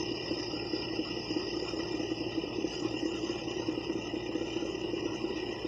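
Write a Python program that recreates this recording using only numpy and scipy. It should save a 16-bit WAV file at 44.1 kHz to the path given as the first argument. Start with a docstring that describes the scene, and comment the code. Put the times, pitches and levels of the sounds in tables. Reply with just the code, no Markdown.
"""A small spinner coasts on its ball bearing on a hard board, close to a dull microphone.
From the start, damped sines knock on the board, slowing from about 36 to 32 a second: some placed one by one,
the rest beating with slower cycles of cage and rotor. All the while the rolling balls hiss as flickering bands
of noise, over a low noise rumble, a buzz of sine harmonics and a faint wash of noise.
Past the middle, at 3.15 s, comes one faint tick: two bands of noise that die away."""
import sys
import numpy as np
from scipy import signal
from scipy.io import wavfile

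SR = 44100
rng = np.random.default_rng(int(sys.argv[2]) if len(sys.argv) > 2 else 0)


def wav_out(sig):
    """Save sig, one row per channel (or a flat mono array), as 16-bit PCM at SR to the path in sys.argv[1]."""
    wavfile.write(sys.argv[1], SR, np.round(np.clip(np.atleast_2d(sig).T, -1, 1) * 32767).astype(np.int16))


N = 250047

# knocks on the board placed one by one, most of them hard: t/s, peak level/dB, ring f/Hz
PLACED_KNOCKS = [(0.029, -27.5, 341), (0.087, -29, 342), (0.112, -25, 315), (0.31, -22.5, 323),
                 (0.397, -29.5, 312), (0.536, -27, 321), (0.652, -28.5, 336), (0.734, -21.5, 327),
                 (0.934, -24.5, 356), (0.99, -22, 324), (1.105, -27.5, 312), (1.306, -24.5, 319),
                 (1.364, -21.5, 319.6), (1.623, -27, 369), (1.734, -25, 328), (1.793, -26.5, 327),
                 (1.942, -26, 316), (1.998, -23, 319), (2.116, -22, 326), (2.263, -26.5, 354),
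                 (2.377, -24, 321), (2.436, -24.5, 370), (2.585, -22.5, 331), (2.643, -20, 331),
                 (2.82, -26.5, 323), (2.849, -22, 338), (2.941, -25.5, 312), (3.028, -23.5, 308),
                 (3.055, -22, 334), (3.089, -30, 355), (3.116, -28, 355), (3.145, -28, 334),
                 (3.235, -28, 330), (3.296, -22, 341), (3.474, -28, 326), (3.566, -25.5, 357),
                 (3.596, -25, 336), (3.685, -22, 318), (3.776, -23.5, 332), (3.897, -22, 329),
                 (3.953, -23, 336), (3.986, -27, 324), (4.136, -24.5, 323), (4.166, -23.5, 350),
                 (4.258, -28, 336), (4.291, -27.5, 326), (4.352, -22.5, 317), (4.411, -23.5, 329),
                 (4.563, -23.5, 336), (4.624, -24, 323), (4.84, -27, 337), (4.933, -20.5, 331),
                 (5.056, -20.5, 337), (5.151, -26, 345), (5.24, -24, 336), (5.304, -24, 345),
                 (5.648, -23, 333)]
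KNOCKS_PER_S, SLOWING_PER_S2, FIRST_KNOCK_S = 35.7, .66, .0025  # rate at the first knock, and its loss


def from_db(db):
    """Decibels to gain."""
    return 10 ** (np.asarray(db) / 20)


def rms_one(x):
    """Scale to rms 1."""
    return x / np.sqrt(np.mean(x ** 2) + 1e-20)


def drift(rate_hz):
    """Slow random sway of rms 1: noise at every 40th sample through two equal one-pole low-passes."""
    pole = np.exp(-2 * np.pi * rate_hz * 40 / SR)
    noise = rng.standard_normal(N // 40 + 2002)
    slow = signal.lfilter([1], [1, -2 * pole, pole ** 2], noise)[2000:]  # drop the run-in
    return np.interp(np.arange(N) / 40, np.arange(len(slow)), rms_one(slow))


def band_noise(low_hz, high_hz, order):
    """White noise through a band-pass; equal density per Hz whatever the bandwidth."""
    sos = signal.butter(order, [low_hz, high_hz], "band", fs=SR, output="sos")
    return signal.sosfilt(sos, rng.standard_normal(N + 4000))[4000:]  # drop the run-in


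def knocks():
    """Soft pushes: the board's ring swells for some ms, at a pitch set by how the hub lands, then dies."""
    # other board modes that ring along: f/Hz, level/dB against the main ring
    partner_modes = [(210, -17.5), (495, -12.5)]
    swell_s, t60_s, partner_scatter_db = .006, .066, 2.2
    t = np.arange(round(.12 * SR)) / SR
    envelope = (1 - np.exp(-(t / swell_s) ** 2)) * from_db(-60 * t / t60_s)
    out = np.zeros(N + len(t))
    for knock_s, peak_db, ring_hz in np.r_[PLACED_KNOCKS, regular_knocks()]:
        ring = np.sin(2 * np.pi * ring_hz * t)
        for mode_hz, mode_db in partner_modes:
            mode_gain = from_db(mode_db + partner_scatter_db * rng.standard_normal())
            ring = ring + mode_gain * np.sin(2 * np.pi * mode_hz * t)
        ring = envelope * ring
        start = max(round((knock_s - .004) * SR), 0)  # the swell begins 4 ms ahead
        out[start:start + len(t)] += from_db(peak_db) * ring / np.abs(ring).max()
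    return out[:N]


def regular_knocks():
    """One knock a cycle wherever no placed one falls; strength from the bearing's beats plus chance."""
    # slower cycles of cage and rotor that swell the knocks: rate/(cycles per knock), phase/turns
    beat_cycles = [(.3165, .248), (.138, -.35), (.4557, -.1)]
    mean_db, beat_db, scatter_db, ceiling_db = -32.5, 3.5, 2, -28  # mean before the ceiling
    mean_hz, scatter_hz, jitter_s = 342.2, 15.7, .00195
    count = knock_count()
    k = np.arange(int(count[-1]) + 1)
    time_draw, level_draw, pitch_draw = rng.standard_normal((3, len(k)))
    knock_s = np.interp(k, count, np.arange(N) / SR) + jitter_s * time_draw
    beat = sum(np.cos(2 * np.pi * (cycles * k - turns)) for cycles, turns in beat_cycles)
    peak_db = np.minimum(mean_db + beat_db * beat + scatter_db * level_draw, ceiling_db)
    ring_hz = mean_hz + scatter_hz * pitch_draw
    # drop any within about half a cycle of a placed knock
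    gap_s = np.abs(knock_s[:, None] - np.array(PLACED_KNOCKS)[:, 0]).min(axis=1)
    return np.c_[knock_s, peak_db, ring_hz][gap_s > .5 / KNOCKS_PER_S]


def knock_count():
    """Knock cycles passed so far, at a rate that sinks steadily as the spinner slows."""
    t = np.arange(N) / SR - FIRST_KNOCK_S
    return KNOCKS_PER_S * t - SLOWING_PER_S2 * t ** 2 / 2


def rolling():
    """The balls excite rotor, races and board; all groups shake together and throb at the knock rate."""
    # level curves of the rolling: t/s, race group level/dB, top group level/dB
    level_curves = [(0.0, -46.5, -54), (0.27, -45.5, -62.5), (0.41, -44, -54), (0.74, -44, -67),
                    (1.86, -46.5, -55.5), (2.51, -52.5, -68.5), (2.71, -50, -53), (3.89, -54.5, -60),
                    (5.62, -54.5, -60), (5.67, -49, -70)]
    # resonances of each group: f/Hz, width/Hz, level/dB within the group, flicker depth/dB before the flare
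    rotor_bands = [(1935, 130, -4, 2), (2050, 90, -20, 3), (2330, 90, -18, 3), (2430, 90, -5, 2.5),
                   (2600, 90, -5, 2.5), (2850, 300, 0, 1.5), (3080, 120, -10, 4), (3440, 70, -21, 7),
                   (3660, 120, -21, 7), (3880, 150, -27, 7), (4100, 170, -32, 7)]
    race_bands = [(4610, 99, -21.5, 11.8), (4902, 151, 5.5, 2.28), (5120, 100, -7.5, 5.8),
                  (5228, 226, 5.5, 0.83), (5540, 210, -7.5, 2.1), (8100, 450, -40, 1.5)]
    top_bands = [(5620, 100, -7, 5), (5820, 150, -1, 6), (5990, 120, -2, 6), (6160, 180, 0, 5),
                 (6490, 130, -14, 7), (6770, 130, -10, 8), (7130, 90, -13, 8), (7530, 160, -27, 6),
                 (7990, 110, -29, 10), (8500, 140, -32, 11)]
    upper_board_bands = [(952.5, 105, 5, 1), (1079, 97, -1.5, 5), (1255, 115, -1.5, 3.5),
                         (1370, 100, -10.5, 9), (1510, 66, -24, 11), (1740, 70, -17, 10.5)]
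    rotor_db, board_db, board_sway_db = -46, -53, 1.5
    shake_db, throb_db = 1.53, .8
    throb = np.cos(2 * np.pi * (knock_count() - .17))
    shake = shake_db * drift(41.0) + throb_db * throb
    curve_s, race_db, top_db = np.transpose(level_curves)
    t = np.arange(N) / SR
    race = from_db(np.interp(t, curve_s, race_db)) * resonances(race_bands, shake)
    top = from_db(np.interp(t, curve_s, top_db)) * resonances(top_bands, shake)
    board = from_db(board_db + board_sway_db * drift(6.8)) * resonances(upper_board_bands, shake)
    rotor = from_db(rotor_db) * resonances(rotor_bands, shake)
    return race + top + board + rotor


def resonances(bands, shake):
    """Noise in steep bands; each flares in short bursts of its own and follows the shake in dB; rms 1."""
    out = 0
    for hz, width_hz, db, flicker_db in bands:
        flare = 1.5 * np.tanh(2.2 * (drift(8.0) - .35))  # swings between dim and bright, dim more often
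        noise = band_noise(hz - width_hz / 2, hz + width_hz / 2, order=3)
        out = out + from_db(db + flicker_db * flare + shake) * noise
    return rms_one(out)


def rumble():
    """Rolling felt through the board: quarter-octave bands of low noise, slightly patchy."""
    # spectrum of the board rumble: f/Hz, relative density level/dB per Hz
    rumble_spectrum = [(21, -46.5), (35, -31.5), (119, -13.5), (160, -14), (244, -15), (304, -22), (338, 1),
                       (444, -14.5), (502, -12.5), (695, -21), (807, -19.5), (900, -24), (1170, -54),
                       (1980, -120)]
    total_db, patchiness_db = -39.5, 1.7
    hz, db = np.transpose(rumble_spectrum)
    edges = 32 * 2 ** np.arange(0, 4.9, 1 / 4)  # 32 to 861 Hz
    out = 0
    for low, high in zip(edges, edges[1:]):
        level_db = np.interp(np.log(low * high) / 2, np.log(hz), db)  # at the band's log centre
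        out = out + from_db(level_db + patchiness_db * drift(6.7)) * band_noise(low, high, order=3)
    return from_db(total_db) * rms_one(out)


def buzz():
    """Steady sine harmonics of one pitch, each wavering a little in level."""
    # harmonics of the buzz: multiple of the pitch, rms level/dB before the waver
    harmonics = [(1, -57), (2, -52.5), (4, -66), (5, -58), (14, -58.5), (15, -64.5), (18, -67.5), (20, -91),
                 (21, -69), (86, -71), (90, -72), (91, -65), (92, -60.5)]
    pitch_hz, waver_depth_db = 57.77, 1.5
    turn = 2 * np.pi * pitch_hz * np.arange(N) / SR
    out = 0
    for multiple, db in harmonics:
        gain = np.sqrt(2) * from_db(db + waver_depth_db * drift(6.0))  # rms to peak
        out = out + gain * np.sin(multiple * turn + rng.uniform(0, 2 * np.pi))
    return out


def tick():
    """A faint tick: a snap of noise with a weaker, higher rustle; both start at once and die away."""
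    tick_s, t60_s, snap_db, rustle_db = 3.152, .08, -60, -76  # levels before the decay
    t = np.arange(N) / SR - tick_s
    decay = (t > 0) * from_db(-60 * np.maximum(t, 0) / t60_s)
    snap = from_db(snap_db) * rms_one(band_noise(3400, 7600, order=6))
    rustle = from_db(rustle_db) * rms_one(band_noise(9800, 11800, order=3))
    return decay * (snap + rustle)


def hiss():
    """A weak swaying wash between the resonances, a fainter treble wash, and flat microphone hiss."""
    wash_db, wash_sway_db, treble_db, microphone_db = -73, .59, -87, -79.5
    wash = from_db(wash_db + wash_sway_db * drift(17.0)) * rms_one(band_noise(1200, 6000, order=3))
    treble = from_db(treble_db) * rms_one(band_noise(5100, 7600, order=3))
    microphone = from_db(microphone_db) * rng.standard_normal(N)
    return wash + treble + microphone


def scene():
    """All sources, one channel."""
    return (knocks() + rolling() + rumble() + buzz() + tick() + hiss())[None]


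def record(dry):
    """A steep elliptic low-pass cuts the top."""
    cutoff_hz, ripple_db, stop_db = 15700, .5, 50
    sos = signal.ellip(14, ripple_db, stop_db, cutoff_hz, fs=SR, output="sos")
    return signal.sosfilt(sos, dry)


dry = scene()
out = record(dry)
wav_out(out)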